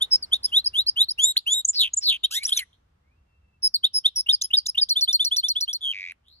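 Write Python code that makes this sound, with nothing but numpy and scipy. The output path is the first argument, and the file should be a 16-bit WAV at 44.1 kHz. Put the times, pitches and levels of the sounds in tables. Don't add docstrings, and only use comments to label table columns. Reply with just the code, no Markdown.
import sys
import numpy as np
from scipy import signal
from scipy.fft import rfft, irfft, next_fast_len
from scipy.io import wavfile
from scipy.ndimage import uniform_filter1d

SR = 44100
rng = np.random.default_rng(int(sys.argv[2]) if len(sys.argv) > 2 else 0)


def materialize(psi):
    bounded = np.clip(np.atleast_2d(psi).T, -1, 1)
    quanta = np.round(bounded * 32767).astype(np.int16)
    wavfile.write(sys.argv[1], SR, quanta)


N = 282240

# frequency in Hz, relative density in dB per Hz.
AIR_SPECTRUM = [(25, -24), (68, -4.5), (130, -20), (385, -25), (1200, -26.5), (2300, -34.5), (3000, -36.5),
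                (14000, -54.5)]
# time in seconds, rumble level in dB, rustle level in dB.
AIR_LEVELS = [(0, -63, -60.5), (0.899, -59.5, -69), (1.399, -73, -75), (3.7, -63, -74.5), (4.5, -70, -73.5),
              (6.4, -68.5, -76)]
# frequency in Hz, left-right correlation from -1 to 1.
AIR_LIKENESS = [(140, 1), (210, 0.79), (600, -0.5), (1300, -0.069)]
# frequency in Hz, left lead in radians.
PORT_LEAD = [(1300, .6), (2300, 1.5), (3790, 1.553), (6370, 6.01), (13900, 15.99)]

# partial frequency in Hz, level re the tone in dB, before tilt and gape.
BEAK = [(5000, -42), (7500, -37.5), (10500, -21.5), (13000, -29.5)]
# partial frequency in Hz, gain in dB at full strength.
WINDPIPE = [(6000, -28), (6650, -24), (7100, 7), (7500, -8), (11300, -9), (12500, -24)]
# frequency in Hz, relative level in dB.
BREATH_SPECTRUM = [(400, -22.5), (1500, -15), (3500, -1.5), (5300, -1.5), (7300, -4), (8900, 4),
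                   (10500, 11), (13500, -20)]

# start in seconds, length in seconds, pitch in Hz, level in dB,
# second partial in dB before the windpipe.
CHIRP = [(0, -450, -28.5), (.15, -230, -11.5), (.32, -10.5, 0), (.47, 119.5, -3), (.56, 313.5, -31),
         (.67, 225.5, -13), (1, 148, -31.5)]
CHIRP_NOTES = [(0.009, 0.048, 3554, -14.5, -30.5), (0.32, 0.051, 3520, -12, -40),
               (3.835, .042, 3552, -10.5, -42), (4.046, 0.047, 3550, -11, -61.5)]
SCOOP = [(0, -700, -26.5), (.17, -280, -4.5), (.32, 7, -1.5), (.5, 155.5, -8), (.75, 78, -10),
         (1, 197.5, -32.5)]
SCOOP_NOTES = [(4.287, .037, 3573, -9, -52.5), (4.532, 0.032, 3618, -9.5, -47.5),
               (4.773, .036, 3590, -12.5, -77.5)]
LOW = [(0, -450, -19.5), (.15, -160, -5.5), (.32, -4, 0), (.62, 47, -9.5), (.75, 89, -7.5), (.9, 61.5, -13),
       (1, -40, -23)]
LOW_NOTES = [(4.958, 0.047, 3535, -16.5, -49.5), (5.077, 0.045, 3542, -16, -45),
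             (5.195, 0.044, 3512, -15.5, -46.5), (5.312, 0.045, 3447, -17.5, -45),
             (5.432, 0.046, 3488, -18.5, -46), (5.556, 0.04, 3428, -19, -53),
             (5.677, 0.047, 3374, -23.5, -31.5)]
GLIDE = [(0, -950, -25.5), (.32, -420, -8.5), (.43, -280, -11.5), (.63, -3, -1), (.8, 200, -11.5),
         (1, 353.5, -26)]
GLIDE_NOTES = [(0.523, 0.085, 3760, -10, -39), (0.739, 0.089, 3730, -13.5, -36),
               (0.964, 0.084, 3784, -10, -25)]
ARCH = [(0, -1150, -17), (.1, -750, 0.5), (.25, -440, -5), (.4, -330, 0), (.6, -70, -3.5), (.8, 7, -3),
        (.93, -50.5, -8), (1, -100, -17)]
ARCH_NOTES = [(1.184, 0.14, 3838, -20, 3.5), (1.465, 0.15, 3824, -20.5, -1)]
PIP = [(0, -280, -18), (.65, 2.5, -2), (1, 45, -10.5)]
PIP_NOTES = [(0.431, 0.0059, 4616, -30.5, 4.5), (0.643, 0.0098, 4500, -25, -5.5),
             (.865, .014, 4530, -18, -14), (1.086, 0.012, 4460, -18, -21.5)]
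DIP = [(0, 373, -28), (.3, 164.5, -3.5), (.6, 38, -1), (.78, -31.5, -0.5), (.9, 114, -9.5), (1, 260, -26)]
DIP_NOTES = [(0.439, 0.026, 5020, -17, -1), (0.657, 0.026, 4920, -16, -12),
             (0.88, 0.021, 4890, -13.5, -14.5), (1.103, 0.02, 5025, -22, -5.5),
             (4.324, 0.031, 4803, -14.5, -13), (4.566, 0.028, 4774, -13.5, -19.5),
             (4.811, 0.03, 4780, -13.5, -16.5)]
HOLD = [(0, 116.5, -17.5), (.17, 10.5, -5.5), (.45, -2.5, 1), (.75, -2, -3), (.9, -61, 0), (1, 47.5, -14)]
HOLD_NOTES = [(0.114, 0.049, 5202, -13.5, -26.5), (3.629, 0.051, 5216, -17, -5),
              (3.939, 0.053, 5202, -19, -3.5), (4.434, 0.026, 5202, -27.5, 5),
              (4.682, 0.021, 5173, -22, -6)]
SAG = [(0, 412, -27.5), (.1, 257.5, -3.5), (.3, 64.5, -2), (.65, -39.5, -2), (.88, -120, -3), (1, -6.5, -1)]
SAG_NOTES = [(4.158, 0.052, 5304, -20.5, -4.5)]
DROP = [(0, 743.5, -28.5), (.25, 260.5, 4.5), (.5, 4.5, -1), (.75, -190, -1.5), (1, -260, -21.5)]
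DROP_NOTES = [(0.223, 0.029, 4554, -30.5, -6.5), (3.74, 0.03, 4400, -19.5, -11)]
TICK = [(0, 496.5, -17.5), (.35, -4, -3), (.6, 552.5, -9.5), (1, 1410.5, -14)]
TICK_NOTES = [(1.65, 0.0072, 6220, -8.5, -19.5), (1.936, 0.01, 6390, -14, -24)]
VEE = [(0, 1600, -23), (.2, 955.5, -11.5), (.35, 270, -1), (.47, 2.8, -2), (.72, 307.5, -4.5),
       (1, 770, -16)]
VEE_NOTES = [(1.678, .033, 6790, -14.5, -27.5), (1.965, 0.03, 6770, -16, -39)]
SNAP = [(0, -2700, -38), (.15, -1400, -23), (.24, -500, 1), (.31, -100, -7), (.4, 4.5, -3), (.53, 59, -0.5),
        (.57, 59, -37), (.74, 102, -31.5), (.8, 125.5, -14), (1, 8.5, -27.5)]
SNAP_NOTES = [(1.362, 0.033, 4230, -12.5, -44.5)]
SWEEP = [(0, -2700, -27.5), (.25, -2600, -6.5), (.42, -1900, -4.5), (.63, 2, 1.5), (.85, 550, -6.5),
         (1, -200, -17.5)]
SWEEP_NOTES = [(4.412, 0.017, 6125, -19.5, -6.5), (4.658, 0.019, 6270, -23.5, -3)]
# shape, notes, breath noise per 250 Hz re the tone in dB.
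KINDS = [
    (CHIRP, CHIRP_NOTES, -38), (SCOOP, SCOOP_NOTES, -39.5), (LOW, LOW_NOTES, -43),
    (GLIDE, GLIDE_NOTES, -40), (ARCH, ARCH_NOTES, -42), (PIP, PIP_NOTES, -51.5),
    (DIP, DIP_NOTES, -47.5), (HOLD, HOLD_NOTES, -53.5), (SAG, SAG_NOTES, -52),
    (DROP, DROP_NOTES, -49), (TICK, TICK_NOTES, -50), (VEE, VEE_NOTES, -54.5),
    (SNAP, SNAP_NOTES, -31.5), (SWEEP, SWEEP_NOTES, -29.5),
]

# start in seconds, length in seconds,
# first pitch in Hz, last pitch in Hz, level in dB, breath noise per 250 Hz re the tone in dB.
SLUR_NOTES = [(2.237, 0.024, 3594, 3790, -16, -40), (2.238, 0.024, 2940, 3327, -21, -35),
              (2.432, 0.018, 4300, 4855, -31, -16), (2.451, 0.012, 5200, 6000, -16.5, -36),
              (2.465, .006, 6300, 6500, -25, -20), (2.468, 0.052, 3500, 3000, -36, -13),
              (4.44, .024, 3160, 3250, -45, -22), (2.493, 0.005, 3883, 3250, -24, -29.5),
              (2.521, 0.019, 3150, 3850, -14, -32.5), (2.542, 0.066, 4300, 2750, -27, -21),
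              (2.569, 0.018, 6500, 5500, -21, -28), (2.59, 0.012, 4250, 4180, -28, -19.5),
              (2.575, 0.066, 2400, 1900, -37, -24), (.45, .068, 3550, 3150, -50, -21),
              (6.119, 0.0044, 3010, 1348, -42, -21.5)]
# share of the length, offset from its level in dB.
SLUR_ENVELOPE = [(0, -14), (.3, -2), (0.55, -1), (1, -16)]

# seconds after the syllable start, pitch in Hz, level in dB before the repeat's gain.
FLICK = [(0, 3199, -44.5), (.006, 5000, -27.5)]
CHIP_AND_WHISTLE = [
    [(0.005, 6036, -45), (0.009, 5694, -16.5), (0.015, 5654, -24)],
    [(0.016, 4547, -27.5), (0.022, 4400, -21), (0.038, 4238, -24), (0.047, 4430, -41.5)],
]
# start in seconds, whistle gain in dB, flick and chip gain in dB.
TRILL_REPEATS = [(4.888, 5, -6.5), (5.004, 5.5, -5), (5.123, 6, -3.5), (5.242, 0.5, -1.5),
                 (5.361, 2.5, -1.5), (5.48, 1.5, -2), (5.603, 0, -4.5), (5.726, -4.5, -7)]
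# seconds after its start, pitch in Hz, level in dB.
GRACE = [(0, 2726, -37.5), (.007, 2899, -30), (0.01, 2950, -33.5)]
GRACE_STARTS_S = [4.264, 4.507, 4.749]

# time in seconds, centre pitch in Hz, base level in dB.
BUZZ_PATHS = [
    [(1.743, 4766, -49), (1.76, 4763, -32), (1.78, 4685, -26.5), (1.815, 3909, -19.5), (1.848, 3077, -27),
     (1.884, 2800, -41), (1.893, 2650, -55)],
    [(1.73, 5600, -52), (1.75, 5500, -35), (1.778, 5200, -56)],
    [(5.808, 3440, -52), (5.83, 3483, -34), (5.86, 3276, -29.5), (5.918, 3166, -30.5), (5.924, 3140, -53.5)],
    [(5.922, 3100, -35.5), (5.94, 2280, -38.5), (6.04, 2195, -39), (6.116, 2290, -41)],
]
# mean throbs per second at the start, at the end, pitch swing in Hz,
# swing lag in radians at the start, at the end, depth from 0 to 1, sharpness as an exponent.
BUZZ_THROBS = [(206, 212, 390, .1, 3.8, .62, .8), (206, 208, 350, .35, .35, .85, 1.5),
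               (166, 120, 80, .8, .8, .62, 1), (102.5, 81.5, -270, 1.4, 1.4, .88, 4.6)]
# second partial in dB before the windpipe, hiss re the base level in dB before the throb.
BUZZ_VOICES = [(-29, -38), (-30, -16), (-31, -50), (-90, -17)]

# time in seconds, mean pitch in Hz, fundamental in dB, overtones in dB, mean noise in dB.
RASP_PATH = [(2.306, 1227, -61.5, -55, -55.5), (2.315, 1370, -51.5, -42.5, -34.5),
             (2.35, 1763, -44, -27, -36), (2.385, 2190, -36.5, -37.5, -44), (2.402, 2158, -49, -62, -61),
             (2.43, 2300, -35, -67, -50.5), (2.447, 2336, -58.5, -55, -56.5)]
# time in seconds, pitch in Hz, level in dB.
RASP_TOP = [(2.336, 2945, -93), (2.376, 3738, -22.5), (2.394, 3810, -39)]

# time in seconds, pitch in Hz, level in dB before its wavering.
FAR_WHISTLE = [(3.04, 2077, -76.5), (3.08, 2192, -76.5), (3.17, 2698, -87.5), (3.36, 2704, -78.5),
               (3.63, 2640, -78.5)]
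# time in seconds, pitch in Hz, level in dB before its wavering.
FAR_CALLS = [
    [(2.722, 2910, -95), (2.742, 3650, -69), (2.755, 3800, -89)],
    [(6.233, 2946, -96), (6.32, 4190, -66), (6.4, 4620, -77)],
]

TOP_HZ = 14270
GAPE = 0.22
LEAD_S, CATCH_S, CATCH = .006, .005, .3
WAVER = .035
TREMBLE_HZ, TREMBLE = 135, .22
SLUR_SECOND_DB = -33
AGAIN_S = .281
ROUGH = .09
FRAY = .022


def amp(db):
    return 10 ** (np.asarray(db) / 20)


def unit(x):
    return x / np.sqrt(np.mean(x ** 2) + 1e-20)


def along(points, hz):
    f, v = np.transpose(points)
    return np.interp(np.log(hz + 1), np.log(f + 1), v)


def filtered(x, response):
    m = next_fast_len(N + 8192)
    return irfft(rfft(x, m) * response(np.fft.rfftfreq(m, 1 / SR)), m)[..., :N]


def span(rows, start_s=0):
    time_s, *columns = np.transpose(rows)
    first = round((start_s + time_s[0]) * SR)
    last = min(N, round((start_s + time_s[-1]) * SR))
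    at = np.arange(first, last)
    return at, [np.interp(at / SR - start_s, time_s, c) for c in columns]


def flutter(hz):
    return unit(filtered(rng.standard_normal(N), lambda f: 1 / (1 + (f / hz) ** 2) ** 2))


def outdoors():
    def turn(f):
        return np.arccos(np.clip(along(AIR_LIKENESS, f), -1, 1)) / 2

    bands = [lambda f: f < 220, lambda f: f >= 220]
    out = 0
    for band, db in zip(bands, span(AIR_LEVELS)[1]):
        def mid_side(f):
            return amp(along(AIR_SPECTRUM, f)) * band(f) * [np.cos(turn(f)), np.sin(turn(f))]

        mid, side = filtered(rng.standard_normal((2, N)), mid_side)
        held_db = np.pad(db, (0, N), mode="edge")[:N]
        level = amp(held_db + 1.5 * flutter(0.74))
        out = out + level * unit(np.array([mid + side, mid - side]))
    return out


def partials(hz, second_db, grit, windpipe=1):
    phase = 2 * np.pi * np.cumsum(hz) / SR
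    upper = 0
    for k in (3, 4):
        upper_db = along(BEAK, k * hz) - 10 * (k - 2.5) + GAPE * (second_db + 53.5)
        upper = upper + amp(upper_db) * (k * hz < TOP_HZ) * np.sin(k * phase)
    second_level = amp(second_db + windpipe * along(WINDPIPE, 2 * hz)) + amp(-41.5)
    second = second_level * (2 * hz < TOP_HZ) * np.sin(2 * phase)
    smear = np.clip(second_db / 22, -1, 0) ** 2
    return np.sqrt(2) * (np.sin(phase) + second * (1 + smear * grit) + upper * (1 + .5 * grit))


def add_note(tone, air, rows, second_db, breath_db, grit, start_s=0, gain_db=0, tremble=0):
    fade_s = 0.0015
    (s0, f0, db0), (s1, f1, _) = rows[0], rows[-1]
    creep_s = min(LEAD_S, 0.17 * (s1 - s0))
    path = [(s0 - fade_s - creep_s, f0, 0), (s0 - fade_s, f0, 0.5 * amp(db0 + gain_db))]
    path += [(s, f, amp(db + gain_db)) for s, f, db in rows]
    path += [(s1 + fade_s, f1, 0)]
    at, (hz, level) = span(path, start_s)
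    hz = uniform_filter1d(hz, round(0.003 * SR))
    level = level * (1 + tremble * np.sin(2 * np.pi * TREMBLE_HZ * at / SR))
    hoarse = np.clip(amp(breath_db + 17), 0, 1)
    hz = hz * (1 + WAVER * hoarse * grit[::-1][at])
    age_s = np.clip(at / SR - start_s - s0, 0, 1)
    shake = hoarse + CATCH * np.exp(-age_s / CATCH_S)
    tone[at] += level * (1 + shake * grit[at]) * partials(hz, second_db, grit[at])
    air[at] += level * amp(breath_db)


def breath_noise():
    breath = unit(filtered(rng.standard_normal(N), lambda f: amp(along(BREATH_SPECTRUM, f))))
    z = signal.stft(breath)[2]
    clumps = uniform_filter1d(rng.standard_normal(z.shape), size=5, axis=0)
    clumps = uniform_filter1d(clumps, size=7, axis=1)
    return unit(signal.istft(z * amp(6 * unit(clumps)))[1][:N])


def whistles():
    tone, air, grit = np.zeros(N), np.zeros(N), flutter(420)
    for shape, notes, breath_db in KINDS:
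        tremble = TREMBLE * (shape in (HOLD, SAG, DIP))
        for start_s, length_s, hz, db, second_db in notes:
            rows = [(u * length_s, hz + offset_hz, fall_db) for u, offset_hz, fall_db in shape]
            add_note(tone, air, rows, second_db, breath_db, grit, start_s, db, tremble)
    for start_s, length_s, hz0, hz1, db, breath_db in SLUR_NOTES:
        rows = [(u * length_s, hz0 + u * (hz1 - hz0), fall_db) for u, fall_db in SLUR_ENVELOPE]
        add_note(tone, air, rows, SLUR_SECOND_DB, breath_db, grit, start_s, db)
    chip, fall = CHIP_AND_WHISTLE
    for start_s, whistle_db, chip_db in TRILL_REPEATS:
        add_note(tone, air, FLICK, -21, -30.5, grit, start_s, chip_db)
        add_note(tone, air, chip, -12.5, -37.0, grit, start_s, chip_db)
        add_note(tone, air, fall, -11.5, -46.0, grit, start_s, whistle_db)
    for start_s in GRACE_STARTS_S:
        add_note(tone, air, GRACE, -15, -48, grit, start_s)
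    add_note(tone, air, RASP_TOP, -15, -45, grit)
    tone *= 1 + .04 * flutter(300)
    return tone + np.sqrt(10000 / 250) * air * breath_noise()


def buzzes():
    out, grit, beat = np.zeros(N), flutter(290), flutter(200)
    hiss = unit(filtered(rng.standard_normal(N), lambda f: f ** 3 / (1 + (f / 3700) ** 4) ** 1.9))
    sung = list(zip(BUZZ_PATHS, BUZZ_THROBS, BUZZ_VOICES))
    timed = [(buzz, s) for buzz in sung[:2] for s in (0, AGAIN_S)]
    timed += [(buzz, 0) for buzz in sung[2:]]
    for (rows, throbs, (second_db, hiss_db)), start_s in timed:
        rate0, rate1, swing_hz, lag0, lag1, depth, sharp = throbs
        at, (hz, db) = span(rows, start_s)
        rate = np.linspace(rate0, rate1, len(at)) * (1 + .02 * beat[at])
        cycle = 2 * np.pi * np.cumsum(rate) / SR
        throb = 1 - depth + 2 * depth * ((1 - np.cos(cycle)) / 2) ** sharp
        lag = lag0 + (lag1 - lag0) * np.linspace(0, 1, len(at)) ** 3
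        hz = hz + swing_hz * np.cos(cycle - lag)
        shake = (ROUGH + FRAY * (db.max() - db)) * grit[at]
        voice = partials(hz, second_db, grit[at], windpipe=0.49) * (1.5 + shake)
        out[at] += amp(db) * (throb * voice + (.5 + throb) * amp(hiss_db) * hiss[at])
    return out


def rasp():
    out = np.zeros(N)
    at, (hz, db, upper_db, noise_db) = span(RASP_PATH)
    phase = 2 * np.pi * np.cumsum(hz * (1 + .03 * flutter(500)[at])) / SR
    stack = sum(np.sin(k * phase) * k ** -.6 for k in range(2, 8))
    noise = unit(filtered(rng.standard_normal(N), lambda f: (f > 2600) / (1 + (f / 7000) ** 2)))
    noise = noise[at] * amp(2.7 * flutter(150)[at])
    out[at] = np.sqrt(2) * (amp(db) * np.sin(phase) + amp(upper_db) * stack) + amp(noise_db) * noise
    return out


def far_birds():
    whistle, hoarse, grit = np.zeros(N), np.zeros(N), flutter(360.6)
    no_air = np.zeros(N)
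    add_note(whistle, no_air, FAR_WHISTLE, -40, -60, grit)
    for call in FAR_CALLS:
        add_note(hoarse, no_air, call, -40, 0, grit)
    return whistle * np.clip(.8 + .8 * flutter(25), 0, 2) + hoarse * (.7 + .7 * grit)


def echoes(x, t60_s, level_db, corner_hz):
    t = np.arange(round(.3 * SR)) / SR
    tail = rng.standard_normal((2, len(t))) * amp(-60 * t / t60_s) * (t > .004)
    wet = signal.fftconvolve(x[None], tail / np.linalg.norm(tail[0]), axes=1)[:, :N]
    return amp(level_db) * filtered(wet, lambda f: 1 / (1 + (f / corner_hz) ** 2))


def ports(x):
    def response(f):
        lead = np.interp(f, *np.transpose(PORT_LEAD))
        return np.exp(.5j * lead * np.array([[1], [-1]]))

    return filtered(x, response)


def scene():
    song = whistles() + buzzes() + rasp()
    far = far_birds()
    blur = .5 + flutter(600)
    wet = blur * song + 10 * far
    short_echo = echoes(wet, 0.075, -21, 27000)
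    long_echo = echoes(wet, 0.53, -38, 9000)
    return ports(song + far) + short_echo + long_echo + outdoors()


def record(dry):
    return filtered(dry, lambda hz: hz < TOP_HZ)


dry = scene()
out = record(dry)
materialize(out)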